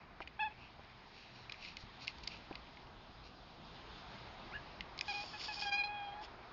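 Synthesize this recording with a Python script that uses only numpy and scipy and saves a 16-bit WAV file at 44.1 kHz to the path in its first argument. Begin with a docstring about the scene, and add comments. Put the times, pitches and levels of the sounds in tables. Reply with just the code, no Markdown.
"""An open screened window: a cat mews once, squeaks, then chatters and trails off in a long thin meow.
The voice is harmonics shaped by three mouth resonances; the squeak is two gliding sines.
Wet mouth clicks and bumps on the hand-held microphone are struck modes; hissing breath and fur rustle
are grainy noise through resonances. Outdoor air, far traffic and a low hum are filtered noise."""
import sys
import numpy as np
from scipy import signal
from scipy.io import wavfile
from scipy.ndimage import uniform_filter1d

SR = 44100
rng = np.random.default_rng(int(sys.argv[2]) if len(sys.argv) > 2 else 0)


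def store_wav(level_fs):
    """Save 16-bit WAV to argv[1]."""
    pcm = np.round(np.clip(np.atleast_2d(level_fs), -1, 1) * 32767)
    wavfile.write(sys.argv[1], SR, pcm.T.astype(np.int16))


N = 287532

# Long thin end of the meow: time_s, pitch_hz, fundamental_db, mouth_hz, mouth_db, upper_hz, upper_db,
# palate_db
TAIL = [(5.89, 829, -45, 2227, -46.5, 3670, -63, -75), (5.97, 824, -46, 2200, -48.5, 3244, -56, -84),
        (6.02, 809, -46, 2110, -50, 3280, -57, -81), (6.055, 817, -47.5, 2126, -53.5, 3240, -56, -79),
        (6.09, 799, -47, 1993, -57, 3201, -57, -79), (6.112, 819, -52.5, 1990, -59, 3470, -64, -89),
        (6.13, 801, -49.5, 1952, -58, 3180, -56, -86), (6.15, 837, -52, 2033, -68, 3450, -68, -86),
        (6.19, 831, -50, 2004, -55, 3793, -69, -91), (6.222, 858, -50, 1970, -63, 3620, -65, -92)]


def voice():
    """Clean harmonics; three steep resonances lift and delay the overtones that fall into them."""
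    # Single mew: time_s, pitch_hz, fundamental_db, mouth_hz, mouth_db, upper_hz, upper_db, palate_db
    mew = [(0.393, 815, -46, 2000, -41, 3420, -77, -95), (0.398, 836, -40.5, 2050, -38, 3350, -48, -91),
           (0.408, 885, -42.5, 2430, -34, 3770, -52, -67),
           (0.435, 836, -38, 2050, -35.5, 3400, -51.5, -60.5),
           (0.455, 886, -42.5, 2310, -42, 3600, -54.5, -84.5), (0.478, 830, -44, 2100, -44, 3380, -60, -81),
           (0.488, 834, -55.5, 1870, -61, 3400, -73, -104), (0.52, 870, -62, 2400, -58, 3720, -72, -87)]
    # Spans in which the folds vibrate: start_s, end_s
    syllables = [(.392, .526), (5.081, 5.24), (5.335, 5.372), (5.482, 5.542), (5.565, 5.606), (5.62, 6.228)]
    palate_hz, half_width_hz = 4650, 600
    curves = in_time(mew + chatter_shape() + TAIL)
    pitch_hz, low_db, mouth_hz, mouth_db, upper_hz, upper_db, palate_db = curves
    jittered_hz = pitch_hz * (1 + .002 * drift(60))
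    phase = 2 * np.pi * np.cumsum(jittered_hz) / SR
    tract = [(mouth_hz, mouth_db), (upper_hz, upper_db), (palate_hz, palate_db)]
    out = from_db(low_db) * np.cos(phase)
    for k in range(2, 10):
        # the top overtones have a floor that follows the palate level
        response = from_db(palate_db - 20) * (k > 6)
        for hz, db in tract:
            off = (k * jittered_hz - hz) / half_width_hz
            lag = np.exp(-.8j * np.arctan(off))
            response = response + from_db(db) / (1 + off ** 2) ** 2 * lag
        # higher overtones waver more
        shimmer = from_db((.4 + .4 * k) * drift(90))
        out += shimmer * np.real(response * np.exp(1j * k * phase))
    return -np.sqrt(2) * gate(syllables, fade_s=0.0017) * out


def chatter_shape():
    """Jaw beats as rows like TAIL: each opens from the last muting, holds while fading, and shuts."""
    # Jaw beats: start_s, length_s, rise_s, open_pitch_hz, late_pitch_hz, shut_pitch_hz, fundamental_db,
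    # fundamental_fade_db, shut_muting_db, mouth_hz, mouth_db, mouth_fade_db, upper_hz, upper_db,
    # palate_db, upper_and_palate_fade_db
    beats = [(5.084, 0.047, 0.0064, 824.4, 814, 740, -45, -1.5, 11, 2180, -40.5, 3, 3690, -50, -53, -6),
             (5.132, 0.091, .009, 821.6, 816, 830, -48.5, 0, 4, 2300, -44, 5, 3700, -51.5, -58, 1.5),
             (5.335, .036, 0.0054, 855, 842, 842, -53, -0.5, 3.5, 2100, -43.5, 4, 3700, -60, -72, 6.5),
             (5.483, 0.055, 0.0056, 858, 835, 820, -46, 7, 11, 2150, -39.5, 6, 3785, -55, -73, 4),
             (5.564, 0.047, .006, 827.6, 820, 838, -52, -0.5, 7, 2200, -49, 2, 3600, -63.5, -72, 4),
             (5.619, 0.031, 0.0048, 824, 826, 830, -43, 6, 3.5, 2150, -38, 3.5, 3550, -44, -59, 7),
             (5.654, 0.057, .018, 810.6, 808, 822, -41, 4.5, 8, 1850, -41.5, -0.5, 3300, -45, -48.5, 1),
             (5.715, .057, .009, 801, 820, 800, -41.5, 1.5, 4.5, 2100, -32.5, 3.5, 3480, -44.5, -42.5, 1.5),
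             (5.771, 0.059, 0.018, 822.4, 810, 804, -45.5, 1.5, 8.5, 2250, -35.5, -0.5, 3780, -42.5, -53, 3.5),
             (5.834, 0.038, 0.0043, 824, 830, 815, -44.5, -1.5, 3.5, 2297, -37, 10.5, 3950, -41.5, -59, 3)]
    closing_s, min_gap_s = 0.017, 0.001
    mouth_climb_hz, start_sharp_hz = 150, 5
    # the resonances are muted more than the fundamental
    mouth_swing, upper_swing, palate_swing = 1.3, 2, 2.2
    rows, before_db = [], -0.5
    next_starts_s = [row[0] for row in beats[1:]] + [TAIL[0][0]]
    for beat, next_s in zip(beats, next_starts_s):
        start_s, length_s, rise_s, open_hz, late_hz, shut_hz, low_db, fade_db, shut_db = beat[:9]
        mouth_hz, mouth_db, mouth_fade_db, upper_hz, upper_db, palate_db, top_fade_db = beat[9:]
        length_s = min(length_s, next_s - start_s - min_gap_s)
        # after_s, pitch_hz, share of the fade, muting_db
        points = [(0, open_hz + start_sharp_hz, 0, before_db),
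                  (rise_s, open_hz, 0, 0),
                  (max(length_s - closing_s, rise_s), late_hz, 1, 0),
                  (length_s, shut_hz, 1, shut_db)]
        for after_s, pitch_hz, faded, muted_db in points:
            rows.append((start_s + after_s,
                         pitch_hz,
                         low_db - faded * fade_db - muted_db,
                         mouth_hz + mouth_climb_hz * after_s / length_s,
                         mouth_db - faded * mouth_fade_db - mouth_swing * muted_db,
                         upper_hz,
                         upper_db - faded * top_fade_db - upper_swing * muted_db,
                         palate_db - faded * top_fade_db - palate_swing * muted_db))
        before_db = shut_db
    return rows


def squeak():
    """A short arched squeak: two gliding sines, unsteady in pitch and level."""
    # Lower and upper partial: time_s, pitch_hz, level_db
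    low_partial = [(4.505, 900, -57), (4.525, 1176, -58), (4.547, 1700, -46), (4.57, 1640, -42.5),
                   (4.578, 1754, -58.5), (4.6, 1650, -60)]
    high_partial = [(4.52, 2000, -56), (4.54, 2680, -54.5), (4.551, 2810, -58), (4.585, 2880, -60.5)]
    out = 0
    for rows in (low_partial, high_partial):
        hz, db = in_time(rows)
        phase = 2 * np.pi * np.cumsum(hz * (1 + .025 * drift(200))) / SR
        level = from_db(db + 3.8 * drift(110))
        out = out + gate([(rows[0][0], rows[-1][0])], fade_s=0.0066) * level * np.sin(phase)
    return np.sqrt(2) * out


def clicks():
    """Wet mouth clicks strike every mode at random strength; a snap, mostly weaker, follows in ms."""
    # Clicks: time_s, strength_db, upper_modes_re_lower_db
    click_rows = [(0.219, -33.5, -28), (0.224, -35.5, -27), (0.2746, -31.5, -10), (0.835, -49, -7),
                  (0.846, -48, -12), (0.899, -49, -4), (1.496, -39, -4), (1.5209, -29.5, -3),
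                  (1.542, -40, -29), (1.6483, -36, -1), (1.659, -39, -7), (1.7686, -29, -0.5),
                  (2.0476, -45, 6), (2.0725, -42, 9), (2.078, -18, -9.5), (2.1837, -49, 5.5),
                  (2.2365, -43, 2), (2.2732, -39, 6), (2.2754, -32, 7.5), (2.5267, -39, -21),
                  (2.5538, -32.5, -3), (2.67, -46, -15), (2.7703, -43.5, -11), (2.87, -47, -9),
                  (4.807, -25, -11.5), (4.978, -37.5, 2.5), (4.99, -37.5, 9), (5.01, -25, 1.5),
                  (5.4101, -34, -2), (5.415, -39, -1), (5.438, -43, 2.5), (5.612, -41.5, 5)]
    # Lower and upper modes: pitch_hz, relative_db, t60_s
    lower_modes = [(2110, -4, 0.021), (2430, -1, 0.013), (2830, -4, 0.01)]
    upper_modes = [(3540, -10, 0.0059), (4100, -4.5, 0.0087), (4600, -7.5, 0.014), (5110, -9.5, 0.0091),
                   (7440, -2.5, 0.0068)]
    stagger_s = .0005
    time_s, strength_db, upper_db = np.transpose(click_rows)
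    modes = [(mode, 0 * time_s - 6) for mode in lower_modes]
    modes += [(mode, upper_db - 2.5) for mode in upper_modes]
    chance = rng.standard_normal((len(time_s), 3 * len(modes) + 1))
    at = (time_s * SR).astype(int)
    snap_at = at + ((0.001484 + .0008 * np.abs(chance[:, -1])) * SR).astype(int)
    out = 0
    for k, ((hz, db, t60_s), share_db) in enumerate(modes):
        strikes = np.zeros(N)
        # the modes start slightly apart, with random sign
        apart = chance[:, k + 2 * len(modes)]
        first = np.sign(apart) * from_db(strength_db + db + share_db + 3.3 * chance[:, k])
        strikes[at + (stagger_s * np.abs(apart) * SR).astype(int)] = first
        strikes[snap_at] += .5 * first * chance[:, k + len(modes)]
        out = out + ring(strikes, hz, t60_s)
    # the source is too small to radiate bass
    no_bass = signal.butter(4, 1900, "high", fs=SR, output="sos")
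    return signal.sosfilt(no_bass, out)


def hiss():
    """Turbulent breath through the open mouth: grainy, fluttering noise in two resonant ranges."""
    # Puffs: middle_s, rise_s, fall_s, upper_db, lower_db
    puffs = [(5.095, 0.031, 0.042, -54, -54.5), (5.219, 0.07, 0.15, -52.5, -57),
             (5.445, 0.032, 0.036, -47, -50), (5.55, 0.024, .02, -48, -56), (5.615, .025, 0.04, -45, -51.5),
             (6.245, .018, 0.011, -55.5, -56)]
    # Resonances of either range: pitch_hz, width_hz, relative_db
    upper_peaks = [(4150, 760, -14), (4720, 310, 3.5), (5290, 170, 3), (7180, 300, 1)]
    lower_peaks = [(1400, 1900, -6), (2390, 1100, 1.5), (3230, 650, 5.5)]
    upper, lower = sum(from_db([[up_db], [low_db]]) * swell(middle_s, rise_s, fall_s)
                       for middle_s, rise_s, fall_s, up_db, low_db in puffs)
    flutter = from_db(1.2 * drift(70))
    breath = grainy(per_s=1200, spread_db=4.5, share=.4) * flutter
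    return upper * rms_one(resonate(breath, upper_peaks)) + lower * rms_one(resonate(breath, lower_peaks))


def room(x):
    """A decaying noise tail from the room behind the window."""
    t60_s, delay_s = 0.1, .006
    t = np.arange(int(.4 * SR)) / SR
    tail = rng.standard_normal(len(t)) * from_db(-60 * t / t60_s) * (t > delay_s)
    return signal.fftconvolve(x, tail / np.sqrt(np.sum(tail ** 2)))[:N]


def rustle():
    """Fur and fingers close by: dense ticks ringing near the click pitches, in swells."""
    # Swells: middle_s, rise_s, lower_db, upper_db
    swells = [(.22, 0.0094, -57, -64), (.63, 0.034, -60, -67.5), (1.2, 0.053, -61.5, -62.5),
              (1.38, 0.043, -65.5, -63), (1.545, 0.013, -66, -65), (1.651, 0.037, -53, -54.5),
              (1.81, 0.018, -82, -59), (2.028, 0.015, -58, -52.5), (2.092, 0.013, -59, -55.5),
              (2.239, 0.0054, -61, -54.5), (2.33, 0.031, -56.5, -59), (3.26, 0.015, -62, -61)]
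    # Resonances of either range: pitch_hz, width_hz, relative_db
    lower_peaks = [(2390, 560, 3), (2800, 760, 1)]
    upper_peaks = [(3920, 590, 0), (4610, 900, -2.5), (5540, 270, -4.5), (7500, 1800, -12)]
    fall_over_rise = 1.37
    lower, upper = sum(from_db([[low_db], [up_db]]) * swell(middle_s, rise_s, fall_over_rise * rise_s)
                       for middle_s, rise_s, low_db, up_db in swells)
    grains = grainy(per_s=1500, spread_db=5, share=.45)
    # a second, broad resonance steepens the skirts
    steeper = resonate(resonate(grains, lower_peaks), [(2770, 5000, 0)])
    return lower * rms_one(steeper) + upper * rms_one(resonate(grains, upper_peaks))


def bumps():
    """The hand bumps the microphone casing and wakes its dull modes near each bump's own centre."""
    # Bumps: time_s, strength_db, centre_hz
    bump_rows = [(0.2046, -38, 1370), (0.2077, -41, 1010), (0.2102, -41, 670), (.795, -44, 600),
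                 (1.837, -39, 110), (2.51, -35.5, 298), (2.513, -39, 760), (2.52, -42, 560),
                 (5.24, -40.5, 607)]
    # Casing modes: pitch_hz, relative_db, t60_s
    casing_modes = [(110, -1, 0.031), (332, 1.5, 0.029), (490, -6, 0.015), (641, -2.5, 0.029),
                    (790, -2.5, 0.058), (996, -1, 0.028), (1360, 7, 0.0057)]
    slope_db_per_octave = 19
    time_s, strength_db, centre_hz = np.transpose(bump_rows)
    out = 0
    for hz, db, t60_s in casing_modes:
        strikes = np.zeros(N)
        loss_db = slope_db_per_octave * np.abs(np.log2(hz / centre_hz))
        strikes[(time_s * SR).astype(int)] = -from_db(strength_db + db - loss_db)
        out = out + ring(strikes, hz, t60_s)
    return out


def air():
    """Outdoor air and far traffic: third-octave noise, levelled by register, flickering a little."""
    # Register levels: time_s, rumble_db, middle_db, presence_db, treble_db
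    register_levels = [(0, -61, -61, -66.5, -71), (1.1, -64.5, -63, -66, -66), (2.3, -60, -59, -63.5, -62),
                       (2.9, -60.5, -59.5, -67.5, -65.5), (3.45, -60.5, -61, -70, -65),
                       (4.0, -59, -56, -62.5, -59), (4.45, -58.5, -55.5, -62.5, -60.5),
                       (5.6, -61.5, -56.5, -64, -67), (6.52, -63.5, -56, -63.5, -65.5)]
    # Relative spectral density within the registers: pitch_hz, density_db_per_hz
    colour = [(20, -7), (40, -3), (58, -0.5), (90, -8), (200, -7), (400, -15), (540, -19), (750, -11.5),
              (1100, -14.5), (2000, -22), (3500, -19), (5500, -25), (6300, -59.5), (7300, -29.5)]
    colour_hz, colour_db = np.transpose(colour)
    white = rng.standard_normal((2, N))
    edges_hz = 20 * 2 ** (np.arange(27) / 3)
    registers = np.zeros((4, N))
    for k, (low_hz, high_hz) in enumerate(zip(edges_hz, edges_hz[1:])):
        band_filter = signal.butter(2, [low_hz, high_hz], "band", fs=SR, output="sos")
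        # neighbouring bands use separate noise
        band = signal.sosfilt(band_filter, white[k % 2])
        hz = np.sqrt(low_hz * high_hz)
        band_db = np.interp(np.log(hz), np.log(colour_hz), colour_db)
        register = int(hz > 300) + int(hz > 1500) + int(hz > 2800)
        registers[register] += from_db(band_db + 1.29 * drift(8.7)) * band
    levels = from_db(in_time(register_levels))
    return sum(level * rms_one(part) for level, part in zip(levels, registers))


def hum():
    """A wavering hum: noise twice through each narrow low resonance."""
    # Resonances: pitch_hz, width_of_each_pass_hz, level_db
    hum_rows = [(54.6, 85, -75.5), (121.6, 6.4, -72)]
    out = 0
    for hz, width_hz, db in hum_rows:
        peak = [(hz, width_hz, 0)]
        once = resonate(rng.standard_normal(N), peak)
        out = out + from_db(db) * rms_one(resonate(once, peak))
    return out


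def from_db(db):
    """Decibels to amplitude ratio."""
    return 10 ** (np.asarray(db) / 20)


def rms_one(x):
    """Scale to rms 1."""
    return x / np.sqrt(np.mean(x ** 2) + 1e-20)


def in_time(rows):
    """Columns of a table as curves, sample by sample."""
    time_s, *columns = np.transpose(rows)
    return [np.interp(np.arange(N) / SR, time_s, column) for column in columns]


def drift(pole_hz):
    """Noise smoothed by two equal poles; rms 1."""
    r = np.exp(-2 * np.pi * pole_hz / SR)
    # the first second lets the filter settle
    smooth = signal.lfilter([1], [1, -2 * r, r * r], rng.standard_normal(N + SR))
    return rms_one(smooth[SR:])


def ring(strikes, hz, t60_s):
    """A unit strike sets a decaying sine of initial height 1 ringing."""
    r, w = from_db(-60 / (t60_s * SR)), 2 * np.pi * hz / SR
    return signal.lfilter([0, np.sin(w)], [1, -2 * r * np.cos(w), r * r], strikes + 1e-18)


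def resonate(x, peaks):
    """Parallel two-pole resonances (pitch_hz, width_hz, level_db) with alternating signs."""
    out = 0
    for k, (hz, width_hz, db) in enumerate(peaks):
        r = np.exp(-np.pi * width_hz / SR)
        band = signal.lfilter([1, 0, -1], [1, -2 * r * np.cos(2 * np.pi * hz / SR), r * r], x)
        out = out + (-1) ** k * from_db(db) * (1 - r * r) / 2 * band
    return out


def grainy(per_s, spread_db, share):
    """White noise with a share of uneven random ticks; rms 1."""
    heights = from_db(spread_db * np.minimum(rng.exponential(1, N), 4))
    sizes = heights * rng.choice([-1, 1], N)
    ticks = rms_one(sizes * (rng.random(N) < per_s / SR))
    return rms_one(share * ticks + (1 - share) * rng.standard_normal(N))


def gate(spans, fade_s):
    """Open inside the spans, with soft edges."""
    t = np.arange(N) / SR
    is_open = sum((t >= start_s) & (t <= end_s) for start_s, end_s in spans) * 1.
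    return uniform_filter1d(is_open, max(int(fade_s * SR), 1))


def swell(middle_s, rise_s, fall_s):
    """A Gaussian bell in time with a separate width for each side."""
    t = np.arange(N) / SR - middle_s
    return np.exp(-.5 * (t / np.where(t < 0, rise_s, fall_s)) ** 2)


def scene():
    """Everything at one microphone; only the cat excites the room."""
    cat = voice() + squeak() + clicks() + hiss()
    reverb = from_db(-18) * room(cat)
    return (cat + reverb + rustle() + bumps() + air() + hum())[None]


def record(dry):
    """A narrow dip in the treble near 6 kHz, then a roll-off; the top is cut; faint steady hiss stays."""
    dip_hz, dip_width_hz, dip_share = 6050, 500, .75
    rolloff_hz, cutoff_hz = 7200, 8000
    dipped = dry - dip_share * resonate(dry, [(dip_hz, dip_width_hz, 0)])
    rolled = signal.sosfilt(signal.butter(6, rolloff_hz, fs=SR, output="sos"), dipped)
    cut = signal.sosfilt(signal.cheby2(12, 70, cutoff_hz, fs=SR, output="sos"), rolled)
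    return cut + from_db(-101) * rng.standard_normal(dry.shape)


dry = scene()
out = record(dry)
store_wav(out)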